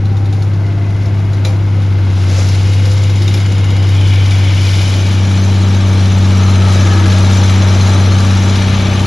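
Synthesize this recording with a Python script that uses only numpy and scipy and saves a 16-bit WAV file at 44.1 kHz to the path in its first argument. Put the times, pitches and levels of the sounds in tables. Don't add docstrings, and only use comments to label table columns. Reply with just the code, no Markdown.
import sys
import numpy as np
from scipy import signal
from scipy.fft import rfft, irfft, next_fast_len
from scipy.io import wavfile
from scipy.ndimage import uniform_filter1d, map_coordinates

SR = 44100
rng = np.random.default_rng(int(sys.argv[2]) if len(sys.argv) > 2 else 0)


def int16_out(signal):
    q = np.round(np.clip(np.atleast_2d(signal).T, -1, 1) * 32767)
    wavfile.write(sys.argv[1], SR, q.astype(np.int16))


N = 399546
TIME = np.arange(N) / SR
CYLINDERS = 6

# time_s, level_db
EXHAUST_LEVEL = [(0.0, -12), (0.05, -11), (0.91, -12), (2.85, -8.5), (3.5, -10), (4.14, -7.5), (4.97, -10),
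                 (6.56, -7.5), (8.15, -8), (8.93, -12), (9.01, -11.5), (9.06, -12.5)]
# time_s, depth_per_cycle, depth_per_crank_turn (both 0-1)
EXHAUST_LOPE = [(0, 0.13, 0.12), (1.1, 0.2, 0.13), (1.6, 0.04, 0.06), (7, 0, 0.02), (8.4, 0, 0.1),
                (9.06, 0.05, 0.55)]
def exhaust(firing, in_yard):
    note_db, = curves(EXHAUST_LEVEL)
    per_cycle, per_turn = curves(EXHAUST_LOPE)
    cycle_angle = 2 * np.pi * firing / CYLINDERS
    lope = 1 + per_cycle * np.cos(cycle_angle) + per_turn * np.cos(2 * cycle_angle)
    angle = 2 * np.pi * firing + 0.012 * np.sin(2 * cycle_angle)
    note = undb(note_db + 0.15 * walk(12)) * np.cos(angle)
    octave_db = blend((-33, -19.5), in_yard) - 1.1 * np.cos(2 * np.pi * (TIME - 6.87) / 1.06)
    octave = undb(octave_db + 0.37 * walk(9)) * np.cos(2 * angle + np.pi / 3 + 0.042 * walk(15))
    return np.sqrt(2) * lope * (note + octave)


# multiple_of_cycle, ramp_db, yard_db
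EXHAUST_LINES = [(3, -16, -32), (5, -12, -36), (7, -24, -20), (8, -14, -16.5), (9, -11, -15.5),
                 (10, -7.5, -10), (11, -19.5, -14.5), (14, -16, -11), (15, -25, -12.5), (16, -22.5, -17),
                 (18, -11.5, -14.5), (20, -26, -18), (21, -18.5, -18), (22, -21, -22), (24, -27.5, -16.5),
                 (26, -33, -22.5), (28, -34, -21), (31, -29, -27), (35, -34, -19.5), (36, -28, -25.5),
                 (39, -33.5, -25), (42, -35.5, -24)]
# multiple_of_cycle, ramp_db, yard_db
FAN_LINES = [(20.34, -19.5, -16.5), (36.65, -36, -25)]
# frequency_hz, gain_db
GAS_SPECTRUM = [(20, -13.5), (36, -15.5), (50, -1.5), (75, -2.5), (100, -6.5), (150, -4), (200, -4.5),
                (260, -8.5), (330, -7), (420, -12.5), (600, -21.5), (1200, -52.5)]
def rumble(cycle, in_yard):
    lines = 0
    for order, *levels_db in EXHAUST_LINES + FAN_LINES:
        angle = 2 * np.pi * (order * cycle + rng.random()) + 0.31 * walk(6)
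        lines += undb(blend(levels_db, in_yard)) * np.cos(angle)
    gas = unit(colour(rng.standard_normal(N), GAS_SPECTRUM))
    return np.sqrt(2) * lines + undb(-3.5) * gas


# frequency_hz, gain_db
KNOCK_ON_RAMP = [(250, -28), (480, 0), (620, -1.5), (780, -2), (950, -2), (1200, -6), (1500, -4.5),
                 (1850, -11.5), (2080, -7), (2600, -13.5), (5000, -54.5)]
# frequency_hz, gain_db
KNOCK_IN_YARD = [(250, -8.5), (450, 0.5), (600, 1.5), (720, -1.5), (850, -3.5), (1050, -3), (1300, -2.5),
                 (1600, -4.5), (1900, -7), (2600, -15.5), (5000, -51)]
# pitch_hz, width_hz, lift_db
PANEL_RESONANCES = [(597, 70, 4), (796, 60, 5), (908, 90, 6), (1180, 45, 6), (1313, 48, 4.5)]
def block_knock(firing, in_yard):
    impacts = cycle_noise(firing, repeat=0.25)
    impacts *= blows(firing, [0, -2.5, 1.6, 2, -6, -0.5], decay_firings=0.82, scatter_db=1.7, floor=2)
    far = unit(colour(impacts, KNOCK_ON_RAMP))
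    near = unit(colour(impacts, KNOCK_IN_YARD, PANEL_RESONANCES))
    return blend((far, near), in_yard)


# frequency_hz, gain_db
VALVE_SPECTRUM = [(1000, -17.5), (1700, 1), (1900, -3.5), (2100, 1.5), (2650, 1), (3100, 0.5), (3450, 1.5),
                  (4050, -1), (4500, -4), (6000, -15.5), (9000, -52.5)]
# pitch_hz, width_hz, lift_db
COVER_RESONANCES = [(2640, 280, 2.1), (3980, 210, 1.3)]
def valve_clatter(firing):
    cylinder_db = [2.5, -10, -8.5, -1, -1, -1.5]
    strikes = blows(firing + 5.19, cylinder_db, decay_firings=0.99, scatter_db=1.5, floor=0.56)
    clatter = cycle_noise(firing, repeat=0.33) * strikes * undb(0.5 * walk(14))
    return unit(colour(clatter, VALVE_SPECTRUM, COVER_RESONANCES))


TICK_DB = [-1.5, 2.5, -1, -0.5, -5, -1.5]
# frequency_hz, gain_db
INJECTOR_SPECTRUM = [(2500, -23), (4000, 1.5), (4600, 2), (5400, 3.5), (6200, 0), (7000, 0), (8200, -2.5),
                     (9300, -3), (10000, -11.5), (11400, -9), (12500, -45)]
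def injector_hiss(firing):
    ticks = blows(firing, TICK_DB, decay_firings=1, scatter_db=1.8, floor=0.85)
    hiss = cycle_noise(firing, repeat=0.092) * ticks * undb(1.1 * walk(13))
    return unit(colour(hiss, INJECTOR_SPECTRUM))


# pitch_hz, relative_db
COVER_NOTES = [(1650, -5), (2350, -2), (3100, -5.5), (3550, -1.5), (4020, 3), (5350, -15), (5900, 1),
               (6450, -3), (7400, -2), (8600, -12), (10500, -13.5)]
def cover_ring(firing):
    starts = np.flatnonzero(np.diff(np.floor(firing))) + 1
    tick_db = np.array(TICK_DB)[firing[starts].astype(int) % CYLINDERS]
    out = 0
    for hz, db in COVER_NOTES:
        stray, force, late = rng.standard_normal((len(starts), 3)).T
        starts_s = starts / SR + 0.002 * abs(late)
        out += pings(starts_s, hz * (1 + 0.0407 * stray), db + tick_db + 5.5 * np.tanh(force), t60_s=0.064)
    return unit(out)


# pitch_hz, relative_db on the ramp, relative_db from its foot on
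PLATE_NOTES = [(1797, -12.5, -7.5), (2077, -2.5, -7.5), (2192, -1, -9), (2283, -10.5, 1), (2457, -13.5, -1),
               (2890, 0.5, -2), (3045, -3.5, 2), (3150, -6.5, -7), (3306, -5, -2.5), (3464, -6.5, -2.5),
               (3766, -2, -4), (4980, -4.5, -10)]
# time_s, level_db
PLATE_LEVEL = [(0, -54), (2.0, -42.5), (2.7, -35), (3.75, -33), (4.1, -29), (4.75, -29.5), (5.4, -35.5),
               (6.3, -36.5), (7.3, -34), (8.3, -34.5), (8.75, -31), (9.06, -32.5)]
def plate_rattle(strikes_per_s=54):
    level_db, = curves(PLATE_LEVEL)
    past_foot = passage(middle_s=3.9, length_s=0.33)
    count = int(strikes_per_s * N / SR)
    out = 0
    for hz, *levels_db in PLATE_NOTES:
        moment, force = rng.random((count, 2)).T
        starts_s = (np.arange(count) + moment) / strikes_per_s
        pitch_hz = hz * (1 + 0.0055 * rng.standard_normal(count))
        strikes = pings(starts_s, pitch_hz, db=11 * force, t60_s=0.075)
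        out += undb(blend(levels_db, past_foot)) * unit(strikes)
    return undb(level_db) * unit(out)


# pitch_hz, relative_db, t60_s
STEEL_MODES = [(2370, -6.5, 0.081), (3680, -6.5, .07), (3996, -7.5, 0.074), (4290, -10, 0.04),
               (5070, -6, 0.041), (5370, -11.5, 0.054), (5850, -13, 0.07), (6940, -3.5, 0.027)]
def steel_clink(t, favoured_hz, lift_db=12, width_hz=190):
    modes = [(hz, db + lift_db * np.exp(-((hz - favoured_hz) / width_hz) ** 2), t60_s)
             for hz, db, t60_s in STEEL_MODES]
    crack = signal.lfilter(*signal.butter(2, 7000, fs=SR), rng.standard_normal(len(t)))
    crack *= np.exp(-t / 0.011) + 0.36 * np.exp(-t / 0.082)
    attack = 1 - np.exp(-t / 0.00038)
    return attack * (undb(-4) * ring(modes, t, detune=0.0094) + undb(-2) * crack)


# pitch_hz, relative_db, t60_s
SHELL_MODES = [(511, 4.5, 0.25), (620, -7, 0.2), (790, -3, 0.25)]
# start_s, steel_gain_db, shell_gain_db, favoured_hz
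STEEL_BLOWS = [(0.054, -34.5, -54, 3910), (0.168, -32.5, -58, 3600), (0.256, -33, -55, 3790),
               (0.326, -28.5, -54, 3880), (0.422, -30, -55, 4300), (0.534, -35, -55, 4900),
               (1.057, -31.5, -35, 5370), (1.332, -31, -40, 4120), (1.449, -17, -27.5, 3920),
               (1.470, -27.5, -27.5, 2400), (1.493, -35, -28.5, 3700), (1.819, -30, -55, 3400),
               (2.853, -24.5, -38, 5300), (3.22, -24, -37, 5070), (3.278, -21, -33, 3680),
               (3.340, -18.5, -36, 5330), (3.373, -24.5, -50, 3780), (3.64, -38, -45, 3000),
               (4.308, -22, -48, 3800)]
def steel_clanks(firing):
    out = np.zeros(N + SR)
    t = np.arange(SR // 2) / SR
    for start_s, steel_db, shell_db, favoured_hz in STEEL_BLOWS:
        start = int(start_s * SR)
        steel = undb(steel_db) * steel_clink(t, favoured_hz)
        shell = undb(shell_db) * ring(SHELL_MODES, t, detune=0.0027)
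        out[start:start + len(t)] += steel + shell
    tap_t = t[:SR // 8]
    for start in np.flatnonzero(np.diff((firing - 0.7) // CYLINDERS)):
        if 2.75 < start / SR < 4.1:
            strength = undb(-28 + 1.2 * rng.standard_normal())
            out[start:start + len(tap_t)] += strength * steel_clink(tap_t, favoured_hz=6780)
    return out[:N]


# frequency_hz, gain_db
GRIT_SPECTRUM = [(200, -11), (500, 12), (900, -4), (2000, -6), (4000, -7.5), (6300, -2.5), (7500, -5),
                 (12000, -25)]
def grit_crunch(start_s=2.26, attack_s=0.055, fade_after_s=0.15, release_s=0.11, grains_per_s=6200):
    age = TIME - start_s
    swell = np.clip(age / attack_s, 0, 1) * np.exp(-np.maximum(age - fade_after_s, 0) / release_s)
    level_db = -29.5 + 2.1 * walk(60)
    grains = (rng.random(N) < grains_per_s / SR) * np.sign(rng.standard_normal(N))
    grains *= undb(12 * rng.random(N))
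    return swell * undb(level_db) * unit(colour(grains, GRIT_SPECTRUM))


# start_s, length_s, pitch_hz, level_db
DRUM_GROANS = [(0, .5, 790, -36), (0, 1.2, 284.4, -34), (0.503, 1.1, 682, -37), (2.643, 0.51, 512, -33),
               (3.049, 0.5, 358.4, -30.5), (3.42, .6, 480, -33), (0.554, 0.55, 2066, -42),
               (6.295, 0.83, 1309, -30.5), (6.602, 0.68, 331, -26), (6.702, 0.52, 1700, -31.5),
               (7.05, 0.82, 623, -32), (7.598, 0.77, 1330, -39), (8.046, 0.28, 1190, -32),
               (8.65, .4, 1190, -32.5)]
def drum_groans(sag_per_s=0.035, edge_s=0.058, cycles_per_slip=12):
    out = 0
    for start_s, length_s, pitch_hz, db in DRUM_GROANS:
        age = TIME - start_s
        angle = 2 * np.pi * np.cumsum(pitch_hz * (1 - sag_per_s * age)) / SR
        swell = np.clip(np.minimum(age, length_s - age) / edge_s, 0, 1)
        slip_hz = pitch_hz / cycles_per_slip
        hoarse = (walk(slip_hz) * np.sin(angle) + walk(slip_hz) * np.cos(angle)) / np.sqrt(2)
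        out += swell * undb(db) * hoarse
    return out


# peak_s, half_length_s, knock_lift_db, clatter_lift_db, hiss_lift_db
JOLTS = [(2.423, 0.33, 1.5, 6.5, 9), (3.1, 0.34, -1, 2, 3), (4.086, 0.22, 0, 0.5, 2.5),
         (4.71, 0.39, 0, 5, 7.5), (6.85, 0.4, 1.5, 1, 1.5), (7.453, 0.24, 1.5, 1, 2),
         (7.922, 0.095, 2.5, 1, 2), (8.75, 0.18, 0, 3, 0.5)]
def jolts():
    return sum(np.outer(lifts_db, np.exp(-((TIME - peak_s) / half_s) ** 2))
               for peak_s, half_s, *lifts_db in JOLTS)


def close_reflection(x, in_yard):
    lag_ms = blend((1.5, 1.1), in_yard)
    strength = blend((0.038, 0.028), in_yard)
    late = map_coordinates(x, [np.arange(N) - lag_ms * SR / 1000], order=3)
    return (x + strength * late) / np.sqrt(1 + strength ** 2)


# frequency_hz, gain_db
ECHO_SPECTRUM = [(40, -21), (100, -42), (300, -23.5), (600, -17), (1200, -10), (1700, -5.5), (2500, -11),
                 (3800, -19.5), (5000, -18), (7000, -10), (8000, -46), (12000, -28)]
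def yard_echoes(x, t60_s=0.32, gap_s=0.006):
    t = np.arange(SR // 3) / SR
    echoes = rng.standard_normal(len(t)) * undb(-60 * t / t60_s) * (t > gap_s)
    scattered = signal.fftconvolve(x, echoes / np.linalg.norm(echoes))[:N]
    side = colour(scattered, ECHO_SPECTRUM)
    return np.array([x + side, x - side])


def cycle_noise(firing, repeat):
    cycle = firing / CYLINDERS
    size = int(N / cycle[-1])
    pattern = rng.standard_normal(size)
    locked = pattern[(cycle * size).astype(int) % size]
    return np.sqrt(repeat) * locked + np.sqrt(1 - repeat) * rng.standard_normal(N)


def blows(firing, cylinder_db, decay_firings, scatter_db, floor):
    index = np.floor(firing).astype(int)
    stray_db = scatter_db * rng.standard_normal(index.max() + 2)[index]
    strength = undb(np.array(cylinder_db)[index % CYLINDERS] + stray_db)
    decays = strength * np.exp(-(firing % 1) / decay_firings)
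    return unit(floor + uniform_filter1d(decays, size=220))


def ring(modes, t, detune):
    chance = rng.standard_normal((len(modes), 2))
    return sum(undb(db + 2 * force - 60 * t / t60_s) * np.sin(2 * np.pi * hz * (1 + detune * stray) * t)
               for (hz, db, t60_s), (force, stray) in zip(modes, chance))


def pings(starts_s, hz, db, t60_s):
    t = np.arange(SR // 18) / SR
    fade = (1 - np.exp(-t / 0.0006)) * undb(-60 * t / t60_s)
    waves = np.outer(undb(db), fade) * np.sin(np.outer(2 * np.pi * hz, t))
    places = (starts_s * SR).astype(int)[:, None] + np.arange(len(t))
    return np.bincount(places.ravel(), waves.ravel(), N)[:N]


def colour(x, spectrum, resonances=()):
    size = next_fast_len(N)
    freqs = np.arange(size // 2 + 1) * SR / size
    peaks_db = sum(lift / (1 + (2 * (freqs - hz) / width) ** 2) for hz, width, lift in resonances)
    return irfft(rfft(x, size) * undb(along(spectrum, freqs) + peaks_db), size)[:N]


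def walk(rate_hz):
    hold = max(int(SR / rate_hz), 1)
    steps = np.repeat(rng.standard_normal(N // hold + 1), hold)
    return unit(uniform_filter1d(steps, hold)[:N])


def curves(table):
    times_s, *columns = np.transpose(table)
    return [np.interp(TIME, times_s, column) for column in columns]


def along(points, freqs):
    hz, value = np.transpose(points)
    return np.interp(np.log(freqs + 1), np.log(hz), value)


def passage(middle_s, length_s):
    return np.clip(0.5 + (TIME - middle_s) / length_s, 0, 1)


def blend(pair, share):
    return pair[0] + (pair[1] - pair[0]) * share


def undb(db):
    return 10 ** (np.asarray(db) / 20)


def unit(x):
    return x / np.sqrt(np.mean(x ** 2))


TRAVEL_M_S, NEAREST_M, NEAREST_S = 2.72, 7.12, 8.16
# time_s, firing_hz
ENGINE_SPEED = [(0, 100.3), (1.1, 100.5), (1.8, 99.26), (2.25, 94.97), (2.55, 96.87), (2.92, 98.8),
                (3.42, 99.18), (3.8, 97.59), (4.3, 97.62), (4.55, 96.78), (5.7, 96.85), (6.35, 95.72),
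                (7.4, 95.92), (9.06, 96.36)]
def scene():
    firing_hz, = curves(ENGINE_SPEED)
    firing = np.cumsum(firing_hz) / SR + 1 / 4
    distance_m = np.hypot(TRAVEL_M_S * (TIME - NEAREST_S), NEAREST_M)
    distance_db = -20 * np.log10(distance_m / NEAREST_M)
    behind_crest = 1 - passage(middle_s=2.2, length_s=1)
    in_yard = passage(middle_s=4.97, length_s=1)
    pipe = exhaust(firing, in_yard)
    pipe += undb(-20.5 + 0.33 * distance_db) * rumble(firing / CYLINDERS, in_yard)
    knock_lift_db, clatter_lift_db, hiss_lift_db = jolts()
    knock = undb(-25 + knock_lift_db) * block_knock(firing, in_yard)
    clatter = undb(-30 + clatter_lift_db - 3.5 * behind_crest) * valve_clatter(firing)
    screen_db = -6 * behind_crest - in_yard
    hiss = undb(-31.5 + hiss_lift_db + screen_db) * injector_hiss(firing)
    covers = in_yard * undb(-30.5 + hiss_lift_db) * cover_ring(firing)
    engine = undb(distance_db) * (knock + clatter + hiss + covers)
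    body = close_reflection(engine + plate_rattle(), in_yard)
    return yard_echoes(pipe + body + steel_clanks(firing) + grit_crunch() + drum_groans())


# frequency_hz, left_minus_right_db
STEREO_BALANCE = [(60, 1.5), (400, 1.03), (630, 1.5), (1200, 6), (1800, 4), (2300, 4), (3700, 2.5),
                  (5000, 5), (6200, -0.46), (12000, 1)]
# frequency_hz, left_lead_rad
STEREO_PHASE = [(20, 0), (6200, 0), (6850, -.6), (7600, -3.14), (9400, -3.14), (9750, -5), (10100, -6.28),
                (13000, -6.28)]
def record(dry, top_hz=11750):
    size = next_fast_len(N)
    freqs = np.arange(size // 2 + 1) * SR / size
    left = undb(along(STEREO_BALANCE, freqs) / 2)
    right = np.exp(-1j * along(STEREO_PHASE, freqs)) / left
    heard = irfft(rfft(dry, size) * np.array([left, right]), size)[:, :N]
    rounded = heard / (1 + heard ** 12) ** (1 / 12)
    return signal.sosfilt(signal.ellip(10, 0.1, 80, top_hz, fs=SR, output="sos"), rounded)


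dry = scene()
out = record(dry)
int16_out(out)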